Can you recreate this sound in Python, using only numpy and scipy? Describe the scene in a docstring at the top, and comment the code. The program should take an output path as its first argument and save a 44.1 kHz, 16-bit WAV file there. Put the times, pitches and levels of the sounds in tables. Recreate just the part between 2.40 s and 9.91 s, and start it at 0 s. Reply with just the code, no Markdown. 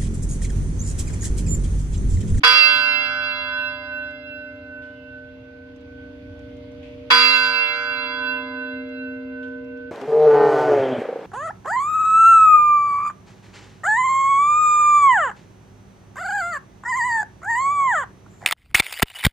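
"""Low traffic rumbles and hisses in the street below a bell tower, and a steady drone beats slowly.
A large church bell is struck, and struck again 4.7 s later: each blow is a clang of noise round the belfry.
Pairs of close partials then beat as they fade, and the deepest hum on from stroke to stroke.
Between and after the blows come a few faint ticks, made of resonant noise, and two wavering whistles.
The gain control drops at each blow and creeps back, so hum and street swell as the bell fades."""
import sys
import numpy as np
from scipy import signal
from scipy.io import wavfile
from scipy.ndimage import uniform_filter1d

SR = 44100
rng = np.random.default_rng(int(sys.argv[2]) if len(sys.argv) > 2 else 0)


def generate_wav(signal):
    """Clip the signal to [-1, 1] and save it as 16-bit WAV at the path in sys.argv[1]."""
    frames = np.transpose(np.atleast_2d(signal))
    scaled = np.clip(frames, -1, 1) * 32767
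    pcm = np.round(scaled).astype(np.int16)
    wavfile.write(sys.argv[1], SR, pcm)


N = 331191

# The blows of the clapper. Each row: start in seconds, scale of the clang in dB.
STROKES = [(0.033, -17.5), (4.702, -15.5)]


def from_db(db):
    """Turn decibels into a gain."""
    return 10 ** (np.asarray(db) / 20)


def rms_one(x):
    """Scale to rms 1."""
    return x / np.sqrt(np.mean(np.abs(x) ** 2) + 1e-20)


def at_hz(points, hz):
    """Read a curve of (Hz, value) on a log-frequency axis."""
    points = np.array(points)
    return np.interp(np.log(hz), np.log(points[:, 0]), points[:, 1])


def fade(age, t60):
    """Gain of a ring that loses 60 dB in t60 seconds."""
    return np.exp(-np.log(1000) * age / t60)


def since(s):
    """First sample of an event, and the seconds elapsed from there to the end."""
    start = round(max(s, 0) * SR)
    return start, np.arange(N - start) / SR


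def drift(rate_hz):
    """Random wandering of rms 1: noise through two equal one-pole lowpasses with their corner at rate_hz."""
    step = 200  # samples between drawn values, joined by straight lines
    pole = np.exp(-2 * np.pi * rate_hz * step / SR)
    white = rng.standard_normal(N // step + 502)
    slow = signal.lfilter([1], [1, -2 * pole, pole * pole], white)[500:]  # skip the filter's start
    return np.interp(np.arange(N) / step, np.arange(len(slow)), rms_one(slow))


def beating(age, twin_db, beats, lull_s):
    """A mode and its close twin drift in and out of step, opposed at lull_s and once per beat."""
    return 1 - from_db(twin_db) * np.exp(-2j * np.pi * beats * (age - lull_s))


def placed(pan_db, lead):
    """Complex left and right gains of a tone, from its level difference in dB and left phase lead in rad."""
    levels = from_db(np.array([[pan_db], [-pan_db]]) / 2)
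    phases = np.exp(.5j * np.array([[lead], [-lead]]))
    return rms_one(levels * phases)


def noise_bands(count=22):
    """Diffuse stereo noise in narrow bands, as a list of (centre Hz, band); mid and side set its width."""
    # Left-right likeness of diffuse sound. Each row: frequency in Hz, correlation from -1 to 1.
    likeness = [(60, 0.9), (300, 1), (1000, -0.017), (2000, -0.49), (4000, 0.11), (10000, -0.72)]
    edges = np.geomspace(22, 16000, count + 1)
    white = rng.standard_normal((2, 2, N))
    bands = []
    for k, (low, high) in enumerate(zip(edges, edges[1:])):
        bandpass = signal.butter(3, [low, high], "band", fs=SR, output="sos")
        mid, side = signal.sosfilt(bandpass, white[k % 2])  # neighbours use different noise
        hz = np.sqrt(low * high)
        alike = np.clip(at_hz(likeness, hz), -1, 1)
        bands.append((hz, np.sqrt(1 + alike) * mid + np.sqrt(1 - alike) * side * [[1], [-1]]))
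    return bands


def partials(flutter_hz=8.5, rise_s=0.012):
    """Twin modes build up in the belfry and beat; moving air and echoes make the higher ones flutter more."""
    # Ringing partials, split into close twins because the bell is not quite round.
    # Each row: frequency in Hz, level on the first and on the second stroke in dB, t60 in seconds,
    # beats per second, seconds to the first lull, twin's relative level in dB,
    # left-right difference in dB, left lead in rad.
    twin_modes = [(777.4, -38, -40.5, 4.7, 1.2, 1.06, -13.5, -6, 0.76),
                  (1009.4, -23, -18.5, 3.13, 0.93, 0.74, -5.5, -7, -0.0),
                  (1241.0, -20.5, -22, 2.61, 0.71, 0.54, -5.5, 0, -1.0),
                  (1332.3, -22, -23, 2.98, 0.78, 0.26, -9, -2.5, -1.27),
                  (1400.3, -23, -23, 2.78, 0.76, 0.23, -3, -1, -1),
                  (1514.7, -17.5, -17.5, 5.47, 2.508, 0.17, -4.5, -5.0, -1),
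                  (1638.5, -18.5, -20, 2.76, 0.39, 0.15, -5.5, -3.5, -1.2),
                  (2070, -33.5, -52.5, 0.44, 0.75, 0.31, -8, -7, 5),
                  (2084.5, -20, -19.5, 3.26, 2.56, 0.39, -8, -8.5, 1.96),
                  (2200, -23.5, -30.5, 1.5, 0.45, 0.07, -5, -11, -2.2),
                  (2315, -28.5, -24, 2.39, 0.76, 0.22, -9, -5.5, 0.4),
                  (2350, -29, -36, 1.5, 0.72, 0.14, -9.5, -12, 4.5),
                  (2705, -9, -11.5, 3.16, 2.874, 0.016, -8, -10.5, 4),
                  (2934, -27.5, -31.5, 2, 1.4, 0.34, -15.5, -9.5, -4.5),
                  (3107, -24.5, -32.5, 2.2, 1, 0.15, -20, -10, -1.5),
                  (3364, -10, -11.5, 1.94, 0.52, 0.43, -1.5, -6.5, -2),
                  (3538, -47, -40, 2.4, 1.8, 0.13, -4, -13, 16.5),
                  (3934, -30, -33, 3.15, 0.62, 0.74, -3, -6, -2),
                  (4043, -17, -17, 2.365, 2.98, 0.057, -6.5, -6, -1.7),
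                  (4600, -28.5, -46, 1.4, 0.71, 0.09, -15.5, -5, 4.5),
                  (4745, -15.5, -14, 1.94, 0.91, 0.54, -8.5, -12, -0.6),
                  (4840, -22, -20.5, 1.52, 0.62, 0.05, -6.5, -11, -1.8),
                  (4955.0, -31, -44, 3.1, 1.5, 0.26, -7.5, -10.5, 3),
                  (5430, -28, -37, 1.7, 0.74, 0.41, -4.5, 1, 5),
                  (6040, -43.5, -41, 1.8, 2.6, 0.13, -6, 14.5, 4),
                  (7000, -47, -36.5, 1.3, 2.2, 0.07, -15.5, 9, 0)]
    # A third close mode makes some beating uneven; a row acts only on partials within 40 Hz.
    # Each row: frequency of the partial in Hz, relative level in dB, beats per second,
    # seconds to the first lull.
    third_modes = [(1009, -5.5, 0.58, 0.29), (1514.7, -11, 0.82, 0.68), (2704, -10, 1.25, 0.76),
                   (3363, -10, 1.47, 0.12), (4044.3, -12, 1.12, 0.67), (4690, 4, 2.69, 0.046)]
    out = np.zeros((2, N))
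    t = np.arange(N) / SR
    for hz, first_db, second_db, t60, beats, lull_s, twin_db, pan_db, lead in twin_modes:
        age = t[:int(t60 * 1.2 * SR)]  # until 72 dB down
        beat = beating(age, twin_db, beats, lull_s)
        for partial_hz, third_db, third_beats, third_lull_s in third_modes:
            if abs(hz - partial_hz) < 40:
                beat = beat * beating(age, third_db, third_beats, third_lull_s)
        carrier = np.exp(2j * np.pi * (hz * age + rng.random()))
        ring = beat * carrier * fade(age, t60) * (1 - np.exp(-age / rise_s))
        tone = np.zeros(N, complex)
        for (s, _), db in zip(STROKES, (first_db, second_db)):
            start = round(s * SR)
            tone[start:start + len(ring)] += from_db(db) * ring[:N - start]
        depth = .24 * hz / 3500
        flutter = 1 + depth * (drift(flutter_hz) + 1j * drift(flutter_hz))
        tone *= flutter / np.sqrt(1 + 2 * depth ** 2)  # keeps the mean power
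        for ear, heard in zip(out, placed(pan_db, lead) * tone):
            ear += heard.real * (1 + .5 * depth * drift(flutter_hz))  # each side also flutters alone
    return out


def clang(tail_db=-31, tail_t60=3.2, knock_db=-1.5, knock_t60=0.14, rise_s=0.0039):
    """The hard knock of the clapper, its scatter off the belfry walls, and a faint longer tail."""
    # Spectrum of the clang. Each row: frequency in Hz, relative density in dB per Hz.
    spectrum = [(100, -27.5), (260, -18.5), (370, -25), (520, -13), (720, -5.5), (1050, 2), (1400, 13),
                (1800, -1.5), (2400, 4.5), (3700, -10.5), (4900, -4), (6500, -31.5), (10000, -40.5),
                (15000, -35)]
    # Decay of the scatter. Each row: frequency in Hz, t60 in seconds.
    scatter_t60 = [(200, 0.25), (1000, 0.25), (3000, 0.76), (6000, 0.22), (14000, .5)]
    bands = [(hz, band * from_db(at_hz(spectrum, hz))) for hz, band in noise_bands()]
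    total = np.std(sum(band for _, band in bands))
    out = np.zeros((2, N))
    for s, db in STROKES:
        start, age = since(s)
        rise = 1 - np.exp(-age / rise_s)
        knock = from_db(knock_db) * fade(age, knock_t60)
        tail = from_db(tail_db) * fade(age, tail_t60)
        for hz, band in bands:
            dying = knock + fade(age, at_hz(scatter_t60, hz)) + tail
            out[:, start:] += from_db(db) / total * band[:, start:] * dying * rise
    return out * placed(-2.5, 0).real


def clonk(rise_s=0.012):
    """Each blow also wakes a few heavily damped resonances that give it weight."""
    # Damped resonances of the blow. Each row: frequency in Hz, level in dB, t60 in seconds.
    resonances = [(477.3, -25.5, 0.5), (1007, -20.5, 0.88), (1370, -33.5, .6)]
    out = np.zeros((2, N))
    for s, _ in STROKES:
        start, age = since(s)
        rise = 1 - np.exp(-age / rise_s)
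        for hz, db, t60 in resonances:
            out[:, start:] += from_db(db) * np.sin(2 * np.pi * hz * age) * fade(age, t60) * rise
    return out


def shimmer(count=230, throb=0.42, rise_s=0.006):
    """Many weak, short-lived, throbbing modes fill the gaps between partials; both blows wake the same ones."""
    # Middle level of the crowd of upper modes. Each row: frequency in Hz, level in dB.
    mode_level = [(1300, -38.5), (2300, -31), (3500, -45), (5000, -34), (6300, -54.5), (9000, -55.5),
                  (13500, -57.5), (15500, -71.5)]
    # Their middle decay. Each row: frequency in Hz, t60 in seconds.
    mode_t60 = [(1300, 0.8), (5000, 1.28), (9000, 1.4), (13800, 0.83), (15000, 0.5)]
    # Where they are heard. Each row: frequency in Hz, left-right difference in dB.
    mode_pan = [(1300, 12.5), (2500, 3), (5000, -1), (8000, 4), (13000, -5.5)]
    out = np.zeros((2, N))
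    age = np.arange(2 * SR) / SR
    rise = 1 - np.exp(-age / rise_s)
    # jittered steps on a square-root scale: wider apart towards the top
    low, high = np.sqrt(1300), np.sqrt(15300)
    steps = (np.arange(count) + rng.uniform(-1, 1, count)) / count
    pitches = (low + (high - low) * steps) ** 2
    chances = rng.uniform(-0.9, 1, (count, 6))
    for hz, (size, life, side, lead, turn, beats) in zip(pitches, chances):
        t60 = at_hz(mode_t60, hz) * (1 + .25 * life)
        dying = fade(age, t60) - fade(age[-1], t60)  # reaches zero after two seconds
        gain = from_db(at_hz(mode_level, hz) + 6 * size) * dying * rise
        gain *= 1 + throb * np.cos(2 * np.pi * (8 * beats * age + turn))  # up to 8 beats per second
        pan_db = at_hz(mode_pan, hz) + 5 * side
        tone = placed(pan_db, np.pi * lead) * np.exp(2j * np.pi * (hz * age + turn))
        out[:, :len(age)] += tone.real * gain
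    return sum(np.roll(out, round(s * SR), axis=1) for s, _ in STROKES)


def hum(waver=0.086, rise_s=0.015):
    """Each blow sets the deep twins ringing afresh, in a new balance; they beat slowly and fade slowly."""
    # Deep twin partials that outlast the gap between strokes.
    # Each row: frequency in Hz, level on the first and on the second stroke in dB,
    # twin's relative level on the first and on the second in dB, t60 in seconds, beats per second,
    # seconds to the first lull, left-right difference in dB, left lead in rad.
    deep_modes = [(260.3, -44, -36.5, -32, -1.5, 50, 0.4, 0.63, 0, -0.12),
                  (480.1, -47, -35, -3.5, -9, 45, 0.12, 1.38, -3.5, 0.88),
                  (596.6, -37, -39, -5.5, -6.5, 16.4, 0.25, 3.3, -0.5, -0.42)]
    out = np.zeros((2, N))
    t = np.arange(N) / SR
    for hz, first_db, second_db, first_twin_db, second_twin_db, t60, beats, lull_s, pan_db, lead in deep_modes:
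        swell = np.zeros(N)
        for (s, _), db, twin_db in zip(STROKES, (first_db, second_db), (first_twin_db, second_twin_db)):
            start, age = since(s)
            fresh = from_db(db) * np.abs(beating(age, twin_db, beats, lull_s)) * fade(age, t60)
            # the new ring takes over from the old one
            swell[start:] += (fresh - swell[start:]) * (1 - np.exp(-age / rise_s))
        tone = (placed(pan_db, lead) * np.exp(2j * np.pi * hz * t)).real
        out += tone * swell * (1 + waver * drift(6))
    return out


def drone(hz=287.8, level_db=-53, t60=90, beats=0.513, lull_s=1.02, twin_db=-1.5):
    """Two nearly equal twins almost cancel about every two seconds, perhaps a neighbouring bell still humming."""
    t = np.arange(N) / SR
    twins = beating(t, twin_db, beats, lull_s)
    return from_db(level_db) * (twins * np.exp(2j * np.pi * hz * t)).real * fade(t, t60)


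def street(hiss_db=-61.5, lumpy_db=1.5, hiss_pan_db=-3.5):
    """Traffic rumbles unevenly under a soft hiss; both are banded noise, and the hiss bands flicker slightly."""
    # Level of the traffic rumble. Each row: time in seconds, level in dB.
    rumble_level = [(0, -52.5), (3.2, -55.5), (4.1, -52), (5, -58), (7.5, -59)]
    # Spectra of rumble and of hiss. Each row: frequency in Hz, relative density in dB per Hz.
    rumble_spectrum = [(25, -27.5), (45, -14), (65, 2), (90, 4.5), (120, 0.5), (160, -19), (250, -6),
                       (400, -37), (800, -55)]
    hiss_spectrum = [(150, 3.5), (400, 7.5), (800, 4.5), (1500, -1), (2200, 3.5), (3200, 0.5), (4300, -8.5),
                     (5400, -12.5), (6800, -38.5), (9000, -33.5), (12500, -27.5), (15500, -44)]
    bands = noise_bands()
    rumble = rms_one(sum(band * from_db(at_hz(rumble_spectrum, hz)) for hz, band in bands))
    hiss = rms_one(sum(band * from_db(at_hz(hiss_spectrum, hz) + lumpy_db * drift(6.6)) for hz, band in bands))
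    seconds, levels_db = np.transpose(rumble_level)
    rumble_gain = from_db(np.interp(np.arange(N) / SR, seconds, levels_db))
    return rumble * rumble_gain + hiss * from_db(hiss_db) * placed(hiss_pan_db, 0).real


def ticks(sharpness=2.0):
    """Each tick is a short, dying burst of noise in one broad resonance."""
    # Small ticks, scuffs and a knock nearby.
    # Each row: start in seconds, level before the fade in dB, centre in Hz, t60 in seconds.
    tick_rows = [(1.709, -62, 5570, 0.023), (2.42, -61, 2900, 0.76), (3.361, -68.5, 5770, 0.047),
                 (3.408, -74, 5800, .05), (3.992, -67, 5600, .03), (4.168, -70.5, 5800, .04),
                 (4.318, -71, 5600, .03), (4.428, -58.5, 2510, 1), (6.49, -69, 5630, .05),
                 (7.028, -55.5, 2960, 0.28), (7.08, -71, 5800, .04), (7.244, -69, 5470, 0.038),
                 (7.373, -71, 5370, 0.044)]
    out = np.zeros((2, N))
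    for s, db, hz, t60 in tick_rows:
        start, age = since(s)
        age = age[:SR // 2]
        b, a = signal.iirpeak(hz, sharpness, fs=SR)
        burst = rng.standard_normal((2, len(age)))
        for _ in range(2):
            burst = signal.lfilter(b, a, burst)
        out[:, start:start + len(age)] += from_db(db) * rms_one(burst) * fade(age, t60)
    return out


def whistles(waver_hz=18):
    """Each whistle is a sine that swells and fades on one unsteady pitch."""
    # Faint whistles far down the street.
    # Each row: start in seconds, length in seconds, frequency in Hz, peak level in dB.
    whistle_rows = [(2.38, 0.37, 2965, -64.5), (4.0, 0.39, 2130, -69)]
    out = np.zeros(N)
    t = np.arange(N) / SR
    for s, length, hz, db in whistle_rows:
        swell = np.sin(np.pi * np.clip((t - s) / length, 0, 1))
        turns = np.cumsum(hz + waver_hz * drift(32)) / SR
        out += from_db(db) * swell * np.sin(2 * np.pi * turns)
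    return out


def gain_control(x, ceiling_db=-10, recovery_db_per_s=2, max_gain_db=12):
    """The gain drops at once to hold a loud sound to the ceiling, and recovers at a steady rate."""
    power = uniform_filter1d(np.mean(x ** 2, axis=0), size=SR // 25)  # 40 ms average
    level_db = 10 * np.log10(np.maximum(power, 1e-12))
    recovered_db = recovery_db_per_s * np.arange(N) / SR
    # the highest level so far, sinking at the recovery rate
    held_db = np.maximum.accumulate(level_db + recovered_db) - recovered_db
    return x * from_db(np.minimum(ceiling_db - held_db, max_gain_db))


def scene():
    """The bell above the street."""
    return partials() + hum() + drone() + shimmer() + clang() + clonk() + street() + ticks() + whistles()


def record(dry):
    """The gain rides the level, both ends fade over 8 ms, the highest peaks are rounded and the top is cut."""
    from_end = np.minimum(np.arange(N), np.arange(N)[::-1])  # samples to the nearer end
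    opened = gain_control(dry) * np.minimum(from_end / (.008 * SR), 1)
    rounded = opened / (1 + (opened / .97) ** 12) ** (1 / 12)
    top_cut = signal.cheby2(14, 70, 16200, fs=SR, output="sos")  # 70 dB down from 16200 Hz up
    return signal.sosfilt(top_cut, rounded)


dry = scene()
out = record(dry)
generate_wav(out)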